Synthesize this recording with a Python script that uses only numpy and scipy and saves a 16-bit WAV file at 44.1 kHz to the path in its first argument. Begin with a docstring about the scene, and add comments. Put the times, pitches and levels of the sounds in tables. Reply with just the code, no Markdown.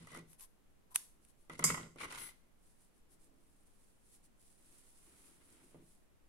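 """Crochet work on a wooden table in a small quiet room, close to a phone with two microphone ports.
Over faint room tone, steel scissors are dragged off the table, open with a thin squeak and snip a thread.
After a first faint rustle of yarn they are dropped: a clank and a few quickening bounces.
A metal hook scrapes and sings as it is picked up; yarn then rustles softly through the fingers,
the crocheted strip drags over the wood, hands brush the table and one of them bumps it."""
import sys
import numpy as np
from scipy import signal
from scipy.fft import rfft, irfft
from scipy.io import wavfile

SR = 44100
rng = np.random.default_rng(int(sys.argv[2]) if len(sys.argv) > 2 else 0)


def transcribe(u):
    """Save the signal u as a 16-bit wav file named by the first command-line argument.

    u: samples, shape (n,) or (channels, n), limited to [-1, 1]; the rate is SR.
    q: integer samples, one column per channel.
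    """
    v = np.clip(np.atleast_2d(u).T, -1, 1)
    q = np.round(v * 32767).astype(np.int16)
    wavfile.write(sys.argv[1], SR, q)


N = 277168
TIME = np.arange(N) / SR  # s
RING_TIME = TIME[:SR * 3 // 4]  # s, the span of every ring and echo

# All levels are relative. Spectra list [f/Hz, density/dB per Hz]; L-R/dB is left minus right port.
# Faint tone of the room: spectrum
ROOM_SPECTRUM = [(20, 0.5), (30, -13.5), (45, -11), (120, -20.5), (200, -17.5), (320, -21.5), (540, -26.5),
                 (1000, -31), (2700, -37.5), (5200, -44), (11000, -42.5), (15000, -44.5)]
ROOM_DB = -65.5
# Metal sliding on wood, first the scissors, then the hook:
# [middle t/s, length/s, scrape level/dB, hiss level/dB, low rumble level/dB, resonance of the spot f/Hz]
SLIDES = [(0.01, 0.13, -70, -58, -60.5, 1950), (0.07, 0.13, -66, -57, -70, 1120),
          (0.153, 0.15, -60, -50.5, -65.5, 1960), (1.536, 0.1, -60.5, -53.5, -64, 2100),
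          (1.602, 0.07, -64, -49, -60, 2070), (1.682, 0.16, -47, -60, -51, 2210),
          (1.808, 0.17, -59.5, -61, -64, 1400), (2.028, 0.13, -51, -44.5, -70, 2290),
          (2.114, 0.092, -53.5, -48, -72, 1050), (2.161, 0.13, -57, -49, -71, 1430),
          (2.224, 0.24, -55, -44.5, -77, 2060)]
# Scrape of metal, also brushing cotton, on wood: spectrum
SCRAPE_SPECTRUM = [(150, -15.5), (380, -7.5), (730, -13.5), (950, -4.5), (1400, -5.5), (1750, -8.5),
                   (2050, -6), (2800, -9), (4000, -13), (5500, -27), (10000, -28.5), (15000, -41.5)]
# Hiss of metal over the fine grain: spectrum
HISS_SPECTRUM = [(1500, -19), (3000, -0.5), (4500, -2.5), (6200, -3.5), (8000, -2.5), (9500, 0), (10800, 0),
                 (11600, -17), (13000, -18.5), (15000, -23.5)]
# A stroke's speed follows one arch; its gain is speed to this power
SPEED_POWER = 1.74
# Blows on the table top:
# [t/s, wooden knock level/dB, low boom level/dB, hollow thud level/dB, contact tick level/dB]
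KNOCKS = [(0.071, -32, -47, -40, -38), (0.118, -30, -30, -35.5, -37), (0.131, -30, -38, -33, -43),
          (0.147, -24.5, -33, -31.5, -34), (0.162, -28, -26.5, -52, -37), (0.173, -32, -37.5, -25, -35),
          (0.191, -35, -31, -34, -40), (1.4968, -19, -30, -25.5, -37), (1.533, -38, -46, -31, -43),
          (1.5925, -16, -19, -19, -22.5), (1.6243, -16, -30, -34, -42), (1.6405, -7.5, -15.5, -35, -11),
          (1.7003, -8, -14, -22, -24), (1.7432, -11, -45, -25, -26), (1.7745, -16.5, -37, -25, -34),
          (1.798, -28, -34, -25.5, -46), (1.8345, -34.5, -29, -31, -57), (1.860, -42, -44, -32.5, -55),
          (1.9595, -35.5, -42, -28, -46), (2.0065, -23, -37, -33, -46), (2.0325, -19.5, -57, -28, -47),
          (2.043, -25, -50, -28, -31), (2.049, -22, -49, -36, -36), (2.085, -32, -41, -57, -55),
          (2.124, -21.5, -56, -50, -28.5), (2.174, -27.5, -57, -40, -44), (2.205, -44, -53, -35.5, -28.5),
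          (5.7455, -46, -31, -28, -58)]
# Ringing of the table top, main, low and middle modes: [f/Hz, level/dB, t60/s]
TABLE_MODES = [(928, -7, .28), (1047, -5, .24), (1170, -8, .2), (1420, -9, .18), (1448, -8, .2),
               (1944, -4, .14), (1966, 0, .19), (2050, -4, .13), (2149, -6, .18)]
TABLE_LOW_MODES = [(112, -17, .2), (159, 0, .26), (172, -7, .12), (215, -6, .24), (254, -10, .18)]
TABLE_MID_MODES = [(335, -4, .1), (404, 0, .12), (490, -3, .08), (580, -6, .08)]
# Knock, hollow thud and contact tick of the wood: spectra
KNOCK_SPECTRUM = [(150, -20), (330, -3), (520, 0.5), (750, -7), (1100, 8), (1450, 2), (1730, -10.5),
                  (2020, 9), (2400, -11.5), (3100, -7), (4000, -21), (8000, -34), (15000, -53.5)]
THUD_SPECTRUM = [(40, -38), (110, -17), (160, -5), (240, -4), (370, 0), (510, -3), (650, -12), (900, -14),
                 (2500, -45)]
TICK_SPECTRUM = [(1500, -21.5), (4000, -13.5), (6000, -3), (8000, -7.5), (9500, -2.5), (11300, -1.5),
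                 (13000, -13), (15000, -14)]
# Blades rubbing on each other, first opening, then shearing through the thread:
# [middle t/s, length/s, edge level/dB, handle level/dB, L-R/dB]
BLADE_STROKES = [(0.318, 0.12, -68, -85, 3), (0.424, 0.1, -58, -69, 3), (0.922, 0.05, -69, -66, 4),
                 (0.9563, 0.033, -42.5, -52, 1)]
# Sharp catches of the blades and of taut thread: [t/s, level/dB]
SNAPS = [(0.332, -37), (0.391, -55), (0.397, -34.5), (0.408, -33.5), (0.9582, -15.5), (0.9593, -2),
         (1.250, -41), (4.503, -47)]
# Blades and handles of scissors held in the hand: [f/Hz, level/dB, t60/s, L-R/dB]
BLADE_MODES = [(4980, -25, .004, -7.5), (6400, -24.5, .006, 1.5), (7200, -18.5, 0.0025, -5),
               (8330, -12.5, .0025, 1), (9300, -3, .002, -5), (10600, -8, 0.009, 5)]
HANDLE_MODES = [(1040, -31, 0.012, -2), (1430, -19.5, 0.0014, -3.5), (2350, -18.5, .006, 7),
                (3560, -34, 0.0034, 0.5)]
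# Edge grinding on edge: spectrum
EDGE_SPECTRUM = [(600, -23), (1100, -11), (3000, -9), (5000, -8.5), (7300, -6.5), (9500, -0.5),
                 (11200, -0.5), (12800, -13.5), (15000, -13.5)]
SQUEAK_SLOW_HZ, SQUEAK_FAST_HZ, SNIP_T60_S = 8370, 11800, 0.36
# Yarn drawn through the fingers: [middle t/s, length/s, level/dB, L-R/dB]
YARN_PULLS = [(1.243, 0.1, -78, -3), (1.298, 0.069, -73.5, 6), (1.42, 0.17, -80, 4),
              (2.684, 0.27, -76.5, -1.5), (2.831, 0.17, -75, -1.5), (2.971, 0.13, -81, 3),
              (3.133, 0.11, -72.5, 4), (3.239, 0.14, -73, -2.5), (3.516, 0.6, -80.5, 0),
              (3.67, 0.033, -75.5, -2.5), (3.852, 0.48, -77, -2), (4.11, 0.27, -73, 0),
              (4.145, 0.071, -69, -2), (4.251, 0.065, -71.5, -0.5)]
# Stitches rustling as the crocheted strip is dragged along and spread out, a curve: [t/s, level/dB]
STRIP_DRAG = [(4.35, -94), (4.416, -71.5), (4.564, -76), (4.806, -68.5), (4.816, -72), (5.282, -68.5),
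              (5.402, -76.5), (5.536, -71), (5.62, -76.5), (5.665, -72), (5.798, -85), (5.906, -71.5),
              (6.06, -91.5)]
DRAG_PAN_DB = -1  # L-R
# Yarn on skin and on itself: spectrum
YARN_SPECTRUM = [(150, -13), (320, -3.5), (700, -13.5), (2000, -11.5), (3500, -7.5), (6500, -5.5),
                 (9300, 3), (11000, 2), (12300, -10.5), (15000, -9)]
# The dropped scissors land, then ring again faintly at two bounces: [t/s, level/dB]
CLANKS = [(1.6402, 1), (1.746, -26), (1.775, -40)]
# Ringing of the steel scissors: [f/Hz, level/dB, t60/s]
STEEL_MODES = [(1067, -8, .3), (2149, -7, .27), (2235, -12, .25), (3170, -14, .2), (4576, -15, .37),
               (4865, -7, .3), (4998, -12, .3), (5262, -5, .33), (5502, -12, .36), (5830, -13, .28),
               (6219, -3, .32), (6299, -5, .33), (6480, -8, .25), (6810, -11, .22), (7093, -3, .33),
               (7138, -6, .2), (7535, -3, .3), (7596, -6, .28), (7628, 0, .35), (7644, -7, .34),
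               (7800, -12, .3), (7848, -3, .3), (7978, -5, .35), (8122, -6, .24), (8570, -10, .3),
               (8899, -9, .31), (8985, -8, .22), (9182, -6, .26), (9318, -9, .27), (9378, -9, .22),
               (9900, -11, .26), (10250, -13, .28), (10672, -4, .16), (10711, -4, .2), (10810, -9, .28),
               (10960, -11, .33), (11680, -16, .24)]
# Crash of the scissors on the table: spectrum
CLANK_SPECTRUM = [(2200, -29), (3200, -26), (4350, -30), (4700, -5.5), (5350, -4), (5750, -14.5), (6250, 0),
                  (7400, 0), (9000, -4.5), (11200, -7), (12500, -8), (15000, -32)]
# The hook's shaft singing as it slides: [middle t/s, length/s, level/dB]
SONGS = [(2.03, 0.095, -65), (2.15, 0.15, -68), (2.24, 0.18, -54.5), (2.34, 0.14, -84.5)]
# Partials of the hook: [f/Hz, level/dB, L-R/dB]
HOOK_PARTIALS = [(5943, -15, -2), (7989, -14, -1), (8355, -10, -4), (10670, 0.5, 12), (12070, -6, 9),
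                 (14180, -13, 9), (15289, -8.5, 11)]
# Hands and the strip rubbing on the wood: [middle t/s, length/s, dull rub level/dB, dry brush level/dB]
RUBS = [(3.3, 1.0, -73.5, -94.5), (4.13, 0.14, -80.5, -83.5), (4.75, 0.66, -77, -78.5),
        (5.2, 0.64, -70.5, -73.5), (5.6, 0.66, -68.5, -73.5), (5.81, 0.22, -70, -88)]
# Skin rubbing on wood: spectrum
RUB_SPECTRUM = [(100, -9), (220, -5), (320, 4.5), (450, -7), (800, -18), (2000, -38)]
ROOM_T60_S, ROOM_WET_DB = 0.43, -12
# Treble response of the left and the right microphone port: each [f/Hz, level/dB]
PORT_RESPONSES = [
    [(4000, 0), (9000, 1), (11500, 4.5), (14000, -3)],
    [(4000, 0.5), (9000, 3.5), (11500, -1.5), (14000, -4)],
]
TOP_HZ = 15700


def undb(db):
    """Decibels to gain."""
    return 10 ** (np.asarray(db) / 20)


def unit(x):
    """Scale each channel of a response to unit energy."""
    return x / np.sqrt(np.sum(x ** 2, axis=-1, keepdims=True))


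def fader(rows):
    """Gain from a (s, dB) curve, silent outside it."""
    return undb(np.interp(TIME, *np.transpose(rows), left=-np.inf, right=-np.inf))


def through(x, response):
    """Pass a sound through an impulse response."""
    return signal.fftconvolve(np.atleast_2d(x), np.atleast_2d(response), axes=-1)[:, :np.shape(x)[-1]]


def response(points, size=4096):
    """Causal minimum-phase impulse response of a (Hz, dB) spectrum, by folding its cepstrum."""
    hz, db = np.transpose(points)
    bins_hz = np.arange(size // 2 + 1) * SR / size
    levels = np.interp(np.log(bins_hz + 1), np.log(hz), db)
    cepstrum = irfft(np.log(undb(levels)))
    fold = np.r_[1, np.full(size // 2 - 1, 2), np.zeros(size // 2)]
    return irfft(np.exp(rfft(cepstrum * fold)))


def two_ports(x, apart_hz=580):
    """Long waves reach both ports alike; short ones arrive unrelated."""
    highpass = signal.butter(2, apart_hz, "high", fs=SR, output="sos")
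    side = signal.sosfilt(highpass, x[1])
    return np.array([x[0] + side, x[0] - side]) / np.sqrt(2)


def panned(left_db):
    """Gains of the two ports for a level difference, left minus right."""
    return undb(np.array([[left_db], [-left_db]]) / 2)


def fade(t60):
    """Exponential decay, 60 dB down after t60 seconds."""
    return np.exp(-np.log(1000) * RING_TIME / t60)


def burst(colour, t60):
    """Stereo response of many crowded modes that die together."""
    noise = two_ports(rng.standard_normal((2, len(RING_TIME))))
    return unit(through(noise * fade(t60), response(colour)))


def ring(modes, apart_hz=1200):
    """Stereo response of distinct modes; up to apart_hz their phase differs more between ports."""
    signs = rng.choice([-1, 1], len(modes))[:, None, None]
    lags = signs * np.array([[1], [-1]]) * np.pi / 4
    starts = rng.choice([0, np.pi], len(modes))
    total = 0
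    for (hz, db, t60), start, lag in zip(modes, starts, lags):
        phase = 2 * np.pi * hz * RING_TIME + start + lag * min(hz / apart_hz, 1)
        total = total + undb(db) * fade(t60) * np.sin(phase)
    return unit(total)


def damped(modes, swell_s=0.00033):
    """Stereo response of hand-damped modes that swell and die within milliseconds."""
    swelling = 1 - np.exp(-RING_TIME / swell_s)
    port_phase = np.array([[0], [np.pi / 2]])
    total = 0
    for hz, db, t60, pan_db in modes:
        tone = np.sin(2 * np.pi * hz * RING_TIME + port_phase)
        total = total + undb(db) * panned(pan_db) * unit(swelling * fade(t60) * tone)
    return total


def crowd(colour, t60, count=280):
    """Stereo response of many separate weak modes, scattered under a spectrum."""
    hz, db = np.transpose(colour)
    places = (np.arange(count) + rng.random(count)) / count
    spots = hz[0] + (hz[-1] - hz[0]) * places
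    return ring([(spot, np.interp(spot, hz, db), t60) for spot in spots])


def tinted(points):
    """Unit-energy response of a spectrum, padded to the length of a ring."""
    short = unit(response(points))
    return np.pad(short, (0, len(RING_TIME) - len(short)))


def blows(rows, axis=1):
    """One impulse per row, sized by one dB column."""
    rows, out = np.array(rows), np.zeros(N)
    out[(rows[:, 0] * SR).astype(int)] = undb(rows[:, axis])
    return out


def struck(rows, modes, axis=1, spot_db=3):
    """Every blow lands on another spot and stirs its own mix of the modes."""
    out = np.zeros((2, N + len(RING_TIME)))
    for row in rows:
        mix = [(hz, db + spot_db * rng.standard_normal(), t60) for hz, db, t60 in modes]
        start = int(row[0] * SR)
        out[:, start:start + len(RING_TIME)] += undb(row[axis]) * ring(mix)
    return out[:, :N]


def walk(rate, count=4096):
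    """Random wander between unit-spread points, rate of them a second."""
    knots = rng.standard_normal(count)
    return np.interp(TIME * rate, np.arange(len(knots)), knots)


def friction(rate, spread_db, flicker_db):
    """Dense tiny slips, rate a second, of uneven size that come in clusters; rms near 1 at each port."""
    happens = rng.random(N) < rate / SR
    sizes = happens * undb(spread_db * np.minimum(rng.exponential(size=N), np.pi))
    slips = sizes * undb(flicker_db * walk(70)) * rng.standard_normal((2, N))
    return two_ports(slips / slips.std())


def stroke(middle, length):
    """Gain of one sliding stroke that speeds up and slows down again."""
    gain, moving = np.zeros(N), np.abs(TIME - middle) < length / 2
    speed = np.abs(np.cos(np.pi * (TIME[moving] - middle) / length))
    gain[moving] = speed ** SPEED_POWER
    return gain


def strokes(rows, axis=2):
    """Gain of a series of strokes, sized by one dB column."""
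    return sum(undb(row[axis]) * stroke(row[0], row[1]) for row in rows)


def room_tone():
    """Faint steady rumble and hiss: shaped noise, nearly unrelated at the two ports."""
    noise = two_ports(rng.standard_normal((2, N)), apart_hz=16.0)
    return undb(ROOM_DB) * through(noise, unit(response(ROOM_SPECTRUM)))


def table_slides(board_db=-16, spot_db=-5):
    """Metal stutters over the wood grain and shakes the board, which answers differently at each spot."""
    scrape_gain, hiss_gain, rumble_gain = (strokes(SLIDES, axis=k + 2) for k in range(3))
    ridges = undb(3.2 * walk(220) - .8)
    slips = ridges * friction(rate=3000, spread_db=.6, flicker_db=.6)
    scraped_board = tinted(SCRAPE_SPECTRUM) + undb(board_db) * ring(TABLE_MODES)
    scrape = through(slips * scrape_gain, scraped_board)
    spots = 0
    for middle, length, db, _, _, hz in SLIDES:
        answer = damped([(hz, spot_db, .025, 0)])[:, :SR // 40]
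        spots = spots + through(slips * undb(db) * stroke(middle, length), answer)
    low_board = undb(2.5) * ring(TABLE_LOW_MODES) + undb(-3) * burst(THUD_SPECTRUM, t60=0.077)
    rumble = through(slips * rumble_gain, low_board)
    grain = ridges * friction(rate=9000, spread_db=1.5, flicker_db=.6)
    hiss = through(grain * hiss_gain, unit(response(HISS_SPECTRUM)))
    return scrape + spots + rumble + undb(-12.5) * hiss


def table_knocks(rise=0.0029, board_db=-11):
    """Each contact ticks; bending waves take a moment to fill the board, which knocks and booms on."""
    knocks, booms, thuds, ticks = (blows(KNOCKS, axis=k + 1) for k in range(4))
    filling = 1 - np.exp(-RING_TIME / rise)  # rise in s
    # the board's crowded modes blur into a short crack and a faint aftersound
    crack = unit(fade(t60=0.029) * filling)
    after = undb(-11) * unit(fade(t60=.22) * filling)
    energy = through(knocks ** 2, crack ** 2 + after ** 2)
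    noise = two_ports(rng.standard_normal((2, N)))
    knock = through(noise * np.sqrt(np.abs(energy)), unit(response(KNOCK_SPECTRUM)))
    ringing = undb(board_db) * struck(KNOCKS, TABLE_MODES)
    boom = through(booms, ring(TABLE_LOW_MODES))
    hollow = undb(-2.5) * burst(THUD_SPECTRUM, t60=0.18) + undb(-3.5) * ring(TABLE_MID_MODES)
    thud = through(thuds, hollow)
    tick = through(ticks, burst(TICK_SPECTRUM, t60=0.02))
    return knock + ringing + boom + thud + tick


def blade_squeak(middle, length):
    """A thin, rough tone of edge on edge that rises and falls with the speed of the stroke."""
    hz = SQUEAK_SLOW_HZ + (SQUEAK_FAST_HZ - SQUEAK_SLOW_HZ) * np.sqrt(stroke(middle, length))
    rough = through(rng.standard_normal((2, N)), unit(fade(t60=.008)[:SR // 100]))
    return np.sqrt(2) * rough * np.sin(2 * np.pi * np.cumsum(hz) / SR)


def scissors_snip(squeak_db=-3, crack_db=-7.5, echo_db=-16):
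    """Blades grind along each other and snap shut; the handles add a short, lower tock."""
    slips = friction(rate=8000, spread_db=1.8, flicker_db=1.2)
    rubbing = squeak = 0
    for middle, length, db, _, pan_db in BLADE_STROKES:
        gain = undb(db) * panned(pan_db) * stroke(middle, length)
        rubbing = rubbing + gain
        squeak = squeak + gain * blade_squeak(middle, length)
    edges = through(slips * rubbing, tinted(EDGE_SPECTRUM))
    handle_hum = through(slips * strokes(BLADE_STROKES, axis=3), unit(damped(HANDLE_MODES[:1])))
    grind = edges + handle_hum + undb(squeak_db) * squeak
    catches = blows(SNAPS)
    crack = undb(crack_db) * burst([(600, -30), (1300, 0), (12500, 0), (15000, -3)], t60=.004)
    snap = through(np.array([catches, catches]), damped(BLADE_MODES) + damped(HANDLE_MODES) + crack)
    # the blades chatter just after they meet
    chatter_gain = fade(t60=.02) * (1 - np.exp(-RING_TIME / .001))
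    rattling = undb(-13) * unit(rng.standard_normal((2, len(RING_TIME))) * chatter_gain)
    # the walls return what the blades send out in all directions, an even wash
    wash = unit(rng.standard_normal((2, len(RING_TIME))) * fade(SNIP_T60_S))
    echo = through(catches, burst(EDGE_SPECTRUM, t60=SNIP_T60_S)) + through(grind, wash)
    return grind + snap + through(snap, rattling) + undb(echo_db) * echo


def yarn_rustle(pull_db=0.5, drag_db=1.5):
    """Countless fibres slip over skin and over each other; now and then one catches and lets go."""
    fibres = friction(rate=24000, spread_db=.8, flicker_db=1.4)
    catches = friction(rate=350, spread_db=2.5, flicker_db=2)
    slips = fibres + undb(-8) * catches
    pulls = sum(undb(db) * panned(pan_db) * stroke(middle, length)
                for middle, length, db, pan_db in YARN_PULLS)
    drag = undb(drag_db) * panned(DRAG_PAN_DB) * fader(STRIP_DRAG)
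    return through(slips * (undb(pull_db) * pulls + drag), unit(response(YARN_SPECTRUM)))


def scissors_clank(crash_db=-2, ring_db=0):
    """A bright crash on the table thins out into steel tones, stirred again faintly by two of the bounces."""
    # while pressed on the wood the tones die fast and lie closer in level
    pressed = ring([(hz, db / 2, .06) for hz, db, _ in STEEL_MODES])
    crash = unit(burst(CLANK_SPECTRUM, t60=0.16) + pressed)
    shimmer = crowd(CLANK_SPECTRUM, t60=.27) + burst(CLANK_SPECTRUM, t60=.29)
    ringing = undb(-6) * shimmer + undb(-4.5) * ring(STEEL_MODES)
    return through(blows(CLANKS), undb(crash_db) * crash + undb(ring_db) * ringing)


def hook_song(flutter_db=2.5):
    """Friction keeps the thin shaft's high modes singing, a little unsteadily."""
    waver = .55  # rad
    port_phase = np.array([[0], [np.pi / 2]])
    tones = 0
    for hz, db, pan_db in HOOK_PARTIALS:
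        gain = undb(db + flutter_db * walk(160)) * panned(pan_db)
        tones = tones + gain * np.sin(2 * np.pi * hz * TIME + waver * walk(350) + port_phase)
    return tones * strokes(SONGS)


def hands_brushing(rub_db=-1, brush_db=-1):
    """Soft contact with the wood: skin rubs dully, cotton stitches brush over the grain."""
    skin = friction(rate=3800, spread_db=1.5, flicker_db=2)
    rub = through(skin * strokes(RUBS), unit(response(RUB_SPECTRUM)))
    cotton = friction(rate=12000, spread_db=0.5, flicker_db=2.0)
    brush = through(cotton * strokes(RUBS, axis=3), unit(response(SCRAPE_SPECTRUM)))
    return undb(rub_db) * rub + undb(brush_db) * brush


def scene():
    """The handiwork close by with a light tail from the walls; the snip carries its own echo."""
    near = table_slides() + table_knocks() + yarn_rustle()
    near = near + scissors_clank() + hook_song() + hands_brushing()
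    wall_spectrum = [(100, 14.0), (1000, -6.5), (5000, 0.0), (10000, -7.0), (15000, -10.0)]
    tail = through(near, burst(wall_spectrum, t60=ROOM_T60_S))
    return room_tone() + near + undb(ROOM_WET_DB) * tail + scissors_snip()


def record(dry):
    """Each microphone port colours the treble its own way; the top is cut steeply."""
    coloured = through(dry, np.array([response(port) for port in PORT_RESPONSES]))
    lowpass = signal.ellip(8, .2, 70, TOP_HZ, fs=SR, output="sos")
    return signal.sosfilt(lowpass, coloured)


dry = scene()
out = record(dry)
transcribe(out)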